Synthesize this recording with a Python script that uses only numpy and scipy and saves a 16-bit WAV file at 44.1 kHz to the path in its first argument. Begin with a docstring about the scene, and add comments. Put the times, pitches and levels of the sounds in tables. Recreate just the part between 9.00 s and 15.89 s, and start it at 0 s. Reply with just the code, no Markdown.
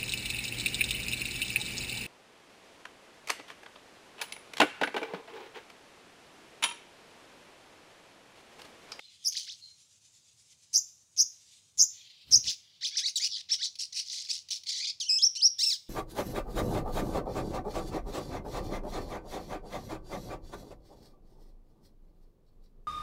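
"""Caged bird chirping and chattering

A small caged bird gives five sharp warbled chirps amid upsweeps and rasps, then a fast chatter with
buzzy trills, a screech, two whistles and a squawk. Its voice is a stack of sine waves mixed with rough noise.
Its bill snaps in short noise bursts, and its wings thump softly in low puffs of noise as it hops about.
The yard returns a short echo; a faint hiss, a low rumble and another bird's thin whistle lie behind."""
import sys
import numpy as np
from scipy import signal
from scipy.fft import rfft, irfft
from scipy.io import wavfile
from scipy.ndimage import uniform_filter1d, map_coordinates

SR = 44100
rng = np.random.default_rng(int(sys.argv[2]) if len(sys.argv) > 2 else 0)


def pcm_store(signal):
    """Save signal as 16-bit PCM."""
    levels = np.round(np.clip(np.atleast_2d(signal), -1, 1) * 32767)
    wavfile.write(sys.argv[1], SR, levels.astype(np.int16).T)


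N = 303849
TIME = np.arange(N) / SR

# Colour of harsh sounds, shared by the raspy voice and the bill. Each row: frequency in Hz, relative level in dB.
RASP_COLOUR = [(700, -75.5), (1400, -30.5), (2100, -8), (3000, -3), (4300, 9), (6100, 1), (7300, -10.5),
               (8100, -26.5), (9400, -5), (11700, -28.5), (15500, -19.5)]
# Colour of air rushing through the wide-open bill. Each row: frequency in Hz, relative level in dB.
AIR_COLOUR = [(2000, -27), (6000, 1.5), (9500, 0.5), (11000, -27), (13500, -4.5), (15500, -9)]


def caged_bird():
    """All the notes of the near bird, with little left below 1.5 kHz."""
    lowest_hz = 1500
    notes = chirps() + chatter() + screech() + whistles_and_squawk()
    bass_cut = signal.butter(5, lowest_hz, "high", fs=SR, output="sos")
    return signal.sosfilt(bass_cut, strung(notes))


def chirps():
    """Five loud, high notes, each with its own pitch, glide and warble."""
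    # The chirps. Each row: start in seconds, length in seconds, base pitch in Hz, base level in dB,
    # glide in octaves, time of one warble crest in seconds, swings per second, depth as a share of the pitch,
    # lateness of the swell (1 = usual), overtone tilt in dB per octave.
    rows = [(0.239, 0.064, 5190, -24.5, .2, 0.26, 95, 0.11, 0.92, 10.5),
            (1.727, 0.07, 5445, -19.5, 0.11, 1.78, 83, 0.16, 0.96, 4),
            (2.163, 0.072, 5395, -18, -0.051, 2.25, 96, 0.13, 1.23, 4),
            (2.773, .075, 5716, -16, -0.05, 2.7955, 118, 0.16, 1.09, 1),
            (3.308, 0.072, 5277, -14, -0.028, 3.3345, 93, 0.11, 0.93, -3)]
    return [chirp(*row) for row in rows]


def chatter():
    """Rasps, buzzy trills, and upsweeps that break into a shriek."""
    # The rasps. Each row: start, attack, hold and release in seconds, starting pitch in Hz,
    # glide in octaves, level during the hold in dB, roughness (0 = clear, 1 = very rough).
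    rasps = [(0.319, 0.0043, 0.0068, 0.02, 2960, 0.16, -36.5, 1.23),
             (0.383, 0.011, 0.011, 0.092, 2910, -0.0033, -39.5, 1),
             (3.438, 0.0036, 0.037, 0.024, 2074, -0.15, -40, 0.88),
             (4.364, 0.0024, 0.049, 0.0034, 1990, -0.045, -43, 0.75),
             (4.786, 0.0056, 0.04, 0.052, 2690, -0.069, -35, 0.9),
             (4.923, 0.0032, 0.0059, 0.012, 2190, -0.085, -40, 0.72),
             (4.933, 0.037, 0.031, 0.04, 2610, 0.15, -32, 0.88),
             (5.286, 0.0186, 0.0117, 0.0148, 2215, .5, -29, 0.72),
             (5.316, 0.015, .025, 0.078, 2700, -0.098, -37, 1.06),
             (5.504, 0.002, 0.02, 0.069, 2900, -0.31, -32.5, 1.01),
             (5.659, 0.032, 0.014, 0.03, 2225, 0.22, -31, 0.75)]
    # The trills. Each row: the same as for rasps, then swings per second, depth as a share of the pitch.
    trills = [(4.285, 0.038, 0.048, 0.0076, 4670, -0.39, -36.5, 0.26, 105, 0.25),
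              (5.038, 0.083, 0.063, 0.19, 2365, 0.015, -38, 0.85, 87, 0.15),
              (5.711, 0.0084, 0.075, 0.016, 2132, -0.014, -35.5, 0.66, 92, 0.098),
              (5.796, 0.0068, 0.046, 0.0065, 2180, 0.17, -35, 0.42, 100, 0.065),
              (5.843, 0.0051, 0.014, 0.0089, 3450, 0.11, -34, 0.34, 107, 0.233),
              (5.868, 0.0027, 0.038, 0.015, 2300, 0.1, -32.5, 0.46, 94, .11)]
    # The upsweeps. Each row: time of the break in seconds, sweep length in seconds, foot in Hz, top in Hz,
    # bend of the glide, sweep level in dB at its end, shriek length in seconds, shriek starting pitch in Hz,
    # shriek starting level in dB, seconds until it frays, warble depth as a share of the pitch.
    upsweeps = [(0.367, 0.026, 1367, 3900, 2, -36, 0.036, 4344, -30, 0.006, 0.16),
                (0.504, 0.038, 1314, 4210, 2, -38, 0.061, 3770, -42, 0.0049, 0.13),
                (3.476, 0.012, 1625, 2890, 0.89, -19.5, 0.075, 3100, -28.5, 0.02, 0.16),
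                (3.846, .038, 1076, 2710, 1.34, -29, 0.063, 3250, -29.5, 0.015, 0.11),
                (3.969, 0.062, 1102, 2840, 5.3, -37.5, 0.06, 5500, -26, 0.009, 0.087),
                (4.056, 0.052, 1486, 2437, 1.5, -29, 0.0617, 3750, -27, 0.0196, 0.036),
                (4.517, 0.03, 955, 2810, 1.6, -26, 0.05, 5400, -22.5, 0.015, 0.019),
                (4.628, 0.045, 1442, 2790, 3.4, -31, 0.066, 3750, -28.5, 0.017, 0.13)]
    notes = [buzz(*row) for row in rasps + trills]
    for break_s, length, foot_hz, top_hz, bend, db, *after in upsweeps:
        notes.append(upsweep(break_s, length, foot_hz, top_hz, bend, db))
        notes.append(shriek(break_s, *after))
    return notes


def screech():
    """A screech in which both sides of the syrinx (the voice organ) sound, then a snarl."""
    # The screech's path. Each row: time in seconds, pitch in Hz, level in dB, roughness from 0 to 1.
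    lower = [(4.156, 3850, -35.5, 0.4), (4.16, 3970, -27.5, 0.29), (4.174, 3450, -30, 0.48),
             (4.186, 2550, -31, 0.3), (4.196, 2080, -45, 1)]
    # The snarl's path. Each row: time in seconds, pitch in Hz, level in dB, roughness (1 = very rough).
    snarl = [(4.196, 1950, -39.5, .7), (4.245, 2550, -26.5, 0.78), (4.272, 2683, -31, 0.88),
             (4.286, 2430, -44, 1.3)]
    air_db, doubling = -28.5, 0.28  # air relative to the voice; strength of the half orders
    second_ratio, second_db = 1.2, -5.5  # the second side sounds a little higher and softer
    upper = [(s, hz * second_ratio, db + second_db, rough) for s, hz, db, rough in lower]
    notes = [slur(curve, air_db, doubling, tilt_db=4) for curve in (lower, upper)]
    notes.append(slur(snarl, air_db, doubling, tilt_db=-6.5))
    return notes


def whistles_and_squawk():
    """Two slurred whistles and a closing squawk, which has far more air in it."""
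    # Paths of the three notes. Each row: time in seconds, pitch in Hz, level in dB, roughness from 0 to 1.
    long_whistle = [(6.0, 4790, -32.5, 0.88), (6.014, 3220, -30, 0.35), (6.046, 2690, -39.5, .6),
                    (6.08, 3160, -44, 0.17), (6.096, 2535, -23, .02), (6.184, 2598, -26.5, .02),
                    (6.192, 3440, -36, .3), (6.214, 3210, -35, .1), (6.228, 5150, -22, .02),
                    (6.244, 5410, -15.5, 0.021), (6.252, 6070, -23, 0.057), (6.279, 5410, -20.5, .05)]
    short_whistle = [(6.351, 2726, -40, 0.95), (6.371, 2776, -32, 0.54), (6.386, 3180, -43, 0.31),
                     (6.404, 2540, -36.5, 0.2), (6.415, 3600, -40, 0.077), (6.424, 4750, -23.5, 0.018),
                     (6.459, 5600, -17, 0.14), (6.474, 5700, -19.5, 0.32), (6.485, 4300, -38, 0.22)]
    squawk = [(6.582, 1648, -49, 0.59), (6.592, 1800, -29.5, 0.42), (6.607, 1937, -29, 0.45),
              (6.622, 2233, -26.5, 0.43), (6.638, 2780, -23.5, 0.25), (6.657, 2665, -32.5, 0.81),
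              (6.669, 2670, -24.5, 0.12), (6.698, 2630, -27, 0.42), (6.736, 1726, -29.5, 0.32),
              (6.77, 1414, -47, 0.58)]
    whistles = (long_whistle, short_whistle)
    notes = [slur(curve, air_db=-34, doubling=0.54, tilt_db=-4.5) for curve in whistles]
    notes.append(slur(squawk, air_db=-17.5, doubling=0.52, tilt_db=-2))
    return notes


def chirp(start, length, hz, db, glide, crest, per_s, depth, lateness, tilt_db):
    """A note that starts hoarse, swells and flicks up; the syrinx pinches after each low of its slowing warble."""
    # Shape of every chirp. Each row: share of its length, pitch ratio, added level in dB, roughness from 0 to 1.
    shape = [(0, 1.08, -31, 0.9), (.17, 1.1, -13, 0.48), (0.332, 1.006, -2.5, 0.26), (0.582, 0.99, 1, 0.05),
             (0.739, 1.186, -3, 0.13), (1.001, 1.05, -11, 0.25)]
    air_db = -28.5  # relative to the chirp
    pinch_db, pinch_lag_s = 11.5, .0006
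    t, u = clock(start, length)
    share, ratio, arch_db, rough = np.transpose(shape)
    pitch = hz * np.interp(u, share, ratio) * 2 ** (glide * (u - .5))
    level_db = db + np.interp(u ** lateness, share, arch_db)
    swing = warble(t, crest, per_s, depth, fading=0.38, slowing_per_s=5.5)
    late_swing = np.interp(t - pinch_lag_s, t, swing)
    widest = np.abs(swing[len(t) // 3:]).max()
    trough = np.clip(-late_swing / widest, 0, 1)
    roughness = np.interp(u, share, rough)
    start, voice = syllable(t, pitch, level_db, roughness, swing, tilt_db, tremor=0.011, throb_db=6.5)
    pinch = amp(-pinch_db * trough ** 4)
    air = amp(level_db + air_db) * noise(AIR_COLOUR, len(t))
    return start, voice * pinch + air


def upsweep(end, length, foot_hz, top_hz, bend, db):
    """A stack of overtones that climbs to the break, swelling and clearing on the way."""
    start_db, hoarse, clear = -48, 0.78, 0.19
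    t, u = clock(end - length, length + .002)  # runs 2 ms into the shriek
    pitch = foot_hz + (top_hz - foot_hz) * u ** bend
    level_db = start_db + (db - start_db) * u
    rough = clear + (hoarse - clear) * (1 - u) ** 2
    return syllable(t, pitch, level_db, rough, 0, tilt_db=-9.0, doubling=0.67)


def shriek(start, length, hz, db, clear_s, depth):
    """After the break the voice jumps up, glides toward a final pitch, fades and frays into a rasp."""
    end_hz, glide_s, fade_db, swings_per_s = 5470, .023, 21, 120
    first_rough, fray_s = .35, .008
    t, u = clock(start, length)
    pitch = end_hz + (hz - end_hz) * np.exp(-((t - start) / glide_s) ** 2)
    rough = np.interp(t - start - clear_s, [-fray_s, fray_s], [first_rough, 1])
    swing = -warble(t, start, swings_per_s, depth)
    return syllable(t, pitch, db - fade_db * u ** 2, rough, swing, tilt_db=-7.5, throb_db=-3)


def buzz(start, attack, hold, release, hz, glide, db, rough, per_s=0, depth=0):
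    """A harsh note; roughness makes its pitch tumble about, and weak blowing makes a rough one rattle."""
    rise_db, fall_db = 16, 23
    rattle_db, rattles_per_s, rattle_below_db = 4, 380, -35
    tumble, tumbles_per_s = .06, 230  # tumble as a share of the pitch
    slip_s = 0.00142  # unevenness of the warble's timing
    corners = start + np.cumsum([0, attack, hold, release])
    t, u = clock(start, corners[-1] - start)
    level_db = db - np.interp(t, corners, [rise_db, 0, 0, fall_db])
    weakness = np.clip((rattle_below_db - level_db) / 10, 0, 1)
    rattle = rattle_db * weakness * wander(t, rattles_per_s)
    uneven_time = t + slip_s * rough * wander(t, 70)
    swing = warble(uneven_time, start, per_s, depth) + tumble * rough * wander(t, tumbles_per_s)
    pitch = hz * 2 ** (glide * u ** 2)
    return syllable(t, pitch, level_db + rough * rattle, rough, swing, tilt_db=-13.5 + 14.1 * rough,
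                    doubling=0.52, throb_db=26 * (1 - rough))


def slur(curve, air_db, doubling, tilt_db, quiver_per_s=75, quiver=0.019):
    """A gliding note that slips between clear and hoarse, with a slight quiver and a rush of air."""
    s, *columns = np.transpose(curve)
    t, _ = clock(s[0], s[-1] - s[0])
    hz, level_db, rough = (np.interp(t, s, c) for c in columns)
    swing = warble(t, s[0], quiver_per_s, quiver)
    start, voice = syllable(t, hz, level_db, rough, swing, tilt_db, tremor=0.015, doubling=doubling)
    return start, voice + amp(level_db + air_db) * noise(AIR_COLOUR, len(t))


def syllable(t, hz, level_db, rough, swing, tilt_db, tremor=0.0157, doubling=0.89, throb_db=26, flutter_db=1):
    """Overtones through the throat; a voice pushed hard doubles its period, then breaks into a rasp."""
    # How the throat and open bill favour each pitch. Each row: frequency in Hz, relative level in dB.
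    throat = [(1200, -48.5), (1800, -16.5), (2600, -14.5), (3500, 4), (5200, 13.5), (6800, 3), (8300, -5.5),
              (10300, -13), (11700, -25.5), (13200, -23), (15500, -31.5)]
    rough = np.clip(rough, 0, 1)
    # a rough syrinx lurches in pitch from moment to moment
    lurch = rough * (.04 * wander(t, 2200) + .12 * rough ** 2 * wander(t, 300))
    hz = hz * (1 + swing + lurch + tremor * wander(t, 900))
    phase = 2 * np.pi * np.cumsum(hz) / SR
    k = np.arange(2, 15)[:, None] / 2  # orders 1 to 7 in half steps

    # the partials vary in strength, the more so the rougher the voice
    unrest_db = (2 + 4 * rough) * np.array([wander(t, 330) for _ in k])
    # soft, clear singing loses its upper partials
    slope_db = tilt_db + .9 * (1 - rough) * np.minimum(level_db + 31, 0)
    height_db = read(throat, k * hz) + slope_db * np.log2(k) + unrest_db
    height = amp(height_db) * (k * hz < SR / 2)
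    # half orders between the harmonics grow with roughness
    half_orders = doubling * np.clip(4 * rough - 1, 0, 1)
    height *= np.where(k % 1, half_orders, 1)

    # the partials slip out of step, which smears them in a rough voice
    slip = np.array([2 * np.pi * rng.random() + .9 * rough ** 2 * wander(t, 600) for _ in k])
    partials = height * np.sin(k * phase + slip)
    tone = np.sqrt(2) * partials.sum(0) / np.linalg.norm(height, axis=0)
    airy = .62 * rough ** 2
    voice = np.sqrt(1 - airy ** 2) * tone + airy * rasp(t, swing)
    voice = voice * sputter(t, rough)

    # soft edges: 2 ms in, 4 ms out
    ramp = np.clip(np.minimum((t - t[0]) / .002, (t[-1] - t) / .004), 0, 1)
    edges = np.sin(np.pi / 2 * ramp) ** 2
    # the level follows the pitch swings 1 ms late
    throb = np.interp(t - .001, t, swing * np.ones(len(t)))
    return t[0], voice * edges * amp(level_db + throb_db * throb + flutter_db * wander(t, 250))


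def rasp(t, swing, grain_db=3, ripple_db=5.0):
    """Irregular puffs through the throat; their tone colour differs each time and rides the pitch swings."""
    puffs = rng.standard_normal(2 * len(t))
    hz = np.linspace(0, SR / 2, num=64)
    ripple = np.column_stack([hz, ripple_db * rng.standard_normal(len(hz))])
    coloured = colour(colour(puffs, ripple), RASP_COLOUR)
    # playing the noise faster or slower moves its peaks up or down
    speed = (1 + swing / 2) * np.ones(len(t))
    moving = map_coordinates(coloured, [np.cumsum(speed)], order=5, mode="mirror")
    return evened(moving * amp(grain_db * wander(t, 500)))


def sputter(t, rough):
    """A very rough syrinx opens in irregular pulses, each sharp at the front and dying away."""
    pulses_per_s, depth_db, jitter = 260, 13, .55
    rate = pulses_per_s * np.exp(jitter * wander(t, pulses_per_s))
    turns = np.cumsum(rate) / SR
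    strength = np.clip(2 * rough - 1, 0, 1)
    pulses = amp(depth_db * strength * (.4 - turns % 1))
    return uniform_filter1d(pulses, size=18)


def warble(t, crest, per_s, depth, fading=0.17, slowing_per_s=0):
    """The syrinx muscles swing the pitch; the swings grow shallower and may slow down."""
    since = t - crest
    shrinking = depth * np.linspace(1, 1 - fading, len(t))
    return shrinking * np.cos(2 * np.pi * per_s * since * (1 - slowing_per_s * since))


def bill(t60=0.045):
    """The bill shuts with short dry snaps: noise that falls by 60 dB in t60 seconds, coloured like the rasp."""
    # The snaps. Each row: time in seconds, starting level in dB before colouring.
    snaps = [(4.157, -35), (4.755, -37.5), (5.487, -37), (5.635, -39)]
    out, t = np.zeros(N), TIME[:2048]
    for s, db in snaps:
        add(out, s, rng.standard_normal(len(t)) * amp(db - 60 * t / t60))
    return colour(out, RASP_COLOUR)


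def wings():
    """Each stroke or hop pushes a soft low puff of air."""
    # The strokes and hops. Each row: time of the peak in seconds, peak level in dB, length in seconds.
    puffs = [(2.21, -69.5, 0.06), (2.81, -64, 0.055), (3.349, -48, 0.08), (3.473, -53.5, 0.041)]
    # Colour of the puffs. Each row: frequency in Hz, relative level in dB.
    puff_colour = [(25, -34), (60, -1.5), (140, -6.5), (800, -29), (3000, -34.5)]
    strokes = sum(amp(db) * np.exp(-2 * ((TIME - s) / length) ** 2) for s, db, length in puffs)
    return strokes * noise(puff_colour, N)


def other_bird():
    """The thin whistle of a bird further off."""
    # Its notes. Each row: start in seconds, length in seconds, starting pitch in Hz, peak level in dB before echo.
    notes = [(0.04, 0.11, 4120, -57.5), (0.61, 0.13, 4196, -52)]
    return strung([far_whistle(*row) for row in notes])


def far_whistle(start, length, hz, db):
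    """A nearly pure note that swells early, sags in pitch and fades."""
    sag, fade_db, rough, peak_at = 0.012, 25, 0.14, 0.19  # sag and peak as shares of pitch and length
    t, u = clock(start, length)
    return syllable(t, hz * (1 - sag * u), db - fade_db * abs(u - peak_at), rough, 0, tilt_db=-34)


def yard(x, tail_db=-19.0, near_db=-13.5, near_t60=0.2, build_s=0.0094, wall_db=-16):
    """Quick reflections from around the cage, then a weaker, longer tail; both are decaying noise."""
    # How the tail dies away. Each row: frequency in Hz, seconds to fall by 60 dB.
    decay = [(2800, 0.16), (5700, 0.48), (15000, 0.67)]
    hz, t, z = signal.stft(rng.standard_normal((2, SR)), SR, nperseg=256)
    far_fade = amp(-60 * t / read(decay, hz)[:, None])
    near_fade = amp(-60 * t / near_t60) * np.minimum(t / build_s, 1)
    far = signal.istft(z[0] * far_fade, SR, nperseg=256)[1]
    near = signal.istft(z[1] * near_fade, SR, nperseg=256)[1]
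    echo = amp(tail_db) * far / np.linalg.norm(far) + amp(near_db) * near / np.linalg.norm(near)
    echo[0] += amp(wall_db)  # the nearest wall answers first, and beats against the gliding pitch
    delay = np.zeros(round(0.002 * SR))
    return signal.fftconvolve(x, np.concatenate([delay, echo]))[:N]


def background(throb_db=3.0, unrest_db=1.54):
    """A low rumble, and a faint patchy hiss that throbs at first while it is bright."""
    # How the hiss changes. Each row: time in seconds, level in dB, brightness from 0 to 1.
    hiss_course = [(0, -59, 0.12), (.85, -63.5, 0.9), (1.7, -64.5, .85), (2.11, -68.5, 1),
                   (2.549, -59.5, 0.77), (2.8, -71.5, 0.98), (2.98, -57, 0), (3.781, -62.5, 0),
                   (4.1, -66, 0)]
    # Colours of the bright hiss, dull hiss and rumble. Each row: frequency in Hz, relative level in dB.
    bright_colour = [(1000, -28.5), (2300, -13), (6800, -0.5), (10500, -13.5), (15000, -40.5)]
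    dull_colour = [(1300, -35), (2200, -11), (3600, -1), (4900, -3.5), (6200, -15.5), (15000, -37)]
    rumble_colour = [(20, -39.5), (100, -2), (270, -18.5), (1200, -23), (3000, -34.5)]
    rumble_db = -77
    throbs_per_s, throbs_end_s = 8.57, 1.8
    s, *columns = np.transpose(hiss_course)
    level_db, bright = (np.interp(TIME, s, c) for c in columns)
    bright = np.clip(bright, 0, 1)
    bright_hiss = np.sqrt(bright) * patchy(noise(bright_colour, N))
    dull_hiss = np.sqrt(1 - bright) * patchy(noise(dull_colour, N))
    throb = throb_db * bright * np.cos(2 * np.pi * throbs_per_s * TIME) * (TIME < throbs_end_s)
    hiss = (bright_hiss + dull_hiss) * amp(level_db + throb + unrest_db * wander(TIME, 55))
    return hiss + amp(rumble_db) * noise(rumble_colour, N)


def patchy(x, patch_db=3):
    """Lets narrow bands of a hiss come and go by themselves."""
    z = signal.stft(x, nperseg=1024)[2]
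    over_pitch = uniform_filter1d(rng.standard_normal(z.shape), size=5, axis=0)
    patches = evened(uniform_filter1d(over_pitch, size=9, axis=1))
    return evened(signal.istft(z * amp(patch_db * patches), nperseg=1024)[1][:len(x)])


def amp(db):
    """Turns decibels into a gain."""
    return 10 ** (np.asarray(db) / 20)


def evened(x):
    """Scales a sound to an average strength (rms) of 1."""
    return x / np.sqrt(np.mean(x ** 2) + 1e-20)


def read(points, hz):
    """Reads a table of values between its points, on a log-frequency axis."""
    f, value = np.transpose(points)
    return np.interp(np.log(hz + 1), np.log(f + 1), value)


def colour(x, spectrum):
    """Filters a sound by a spectrum."""
    gain = amp(read(spectrum, np.fft.rfftfreq(len(x), 1 / SR)))
    return irfft(rfft(x) * gain, len(x))


def noise(spectrum, size):
    """Noise of rms 1 with the given spectrum."""
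    return evened(colour(rng.standard_normal(size), spectrum))


def wander(t, per_s):
    """A random curve that heads for a new value per_s times a second."""
    knots = rng.standard_normal(4096)
    return map_coordinates(knots, [(t - t[0]) * per_s], order=1, mode="wrap")


def clock(start, length):
    """Sample times of a syllable, and its progress from 0 to 1."""
    t = np.arange(start, start + length, 1 / SR)
    return t, np.linspace(0, 1, len(t))


def add(mix, s, sound):
    """Mixes a sound in at time s."""
    part = mix[max(round(s * SR), 0):][:len(sound)]
    part += sound[:len(part)]


def strung(syllables):
    """Places syllables at their start times."""
    out = np.zeros(N)
    for s, sound in syllables:
        add(out, s, sound)
    return out


def scene(neighbour_echo_db=16):
    """The near bird, its neighbour, which is heard mostly by its echo, the yard and the background."""
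    bird = caged_bird() + bill()
    neighbour = other_bird()
    echo = yard(bird + amp(neighbour_echo_db) * neighbour)
    return (bird + neighbour + echo + wings() + background())[None]


def record(dry):
    """Cuts off the very highest treble."""
    edge_hz = 15800
    treble_cut = signal.firwin(511, edge_hz, window=("kaiser", 9), fs=SR)
    return signal.oaconvolve(dry, treble_cut[None], "same")


dry = scene()
out = record(dry)
pcm_store(out)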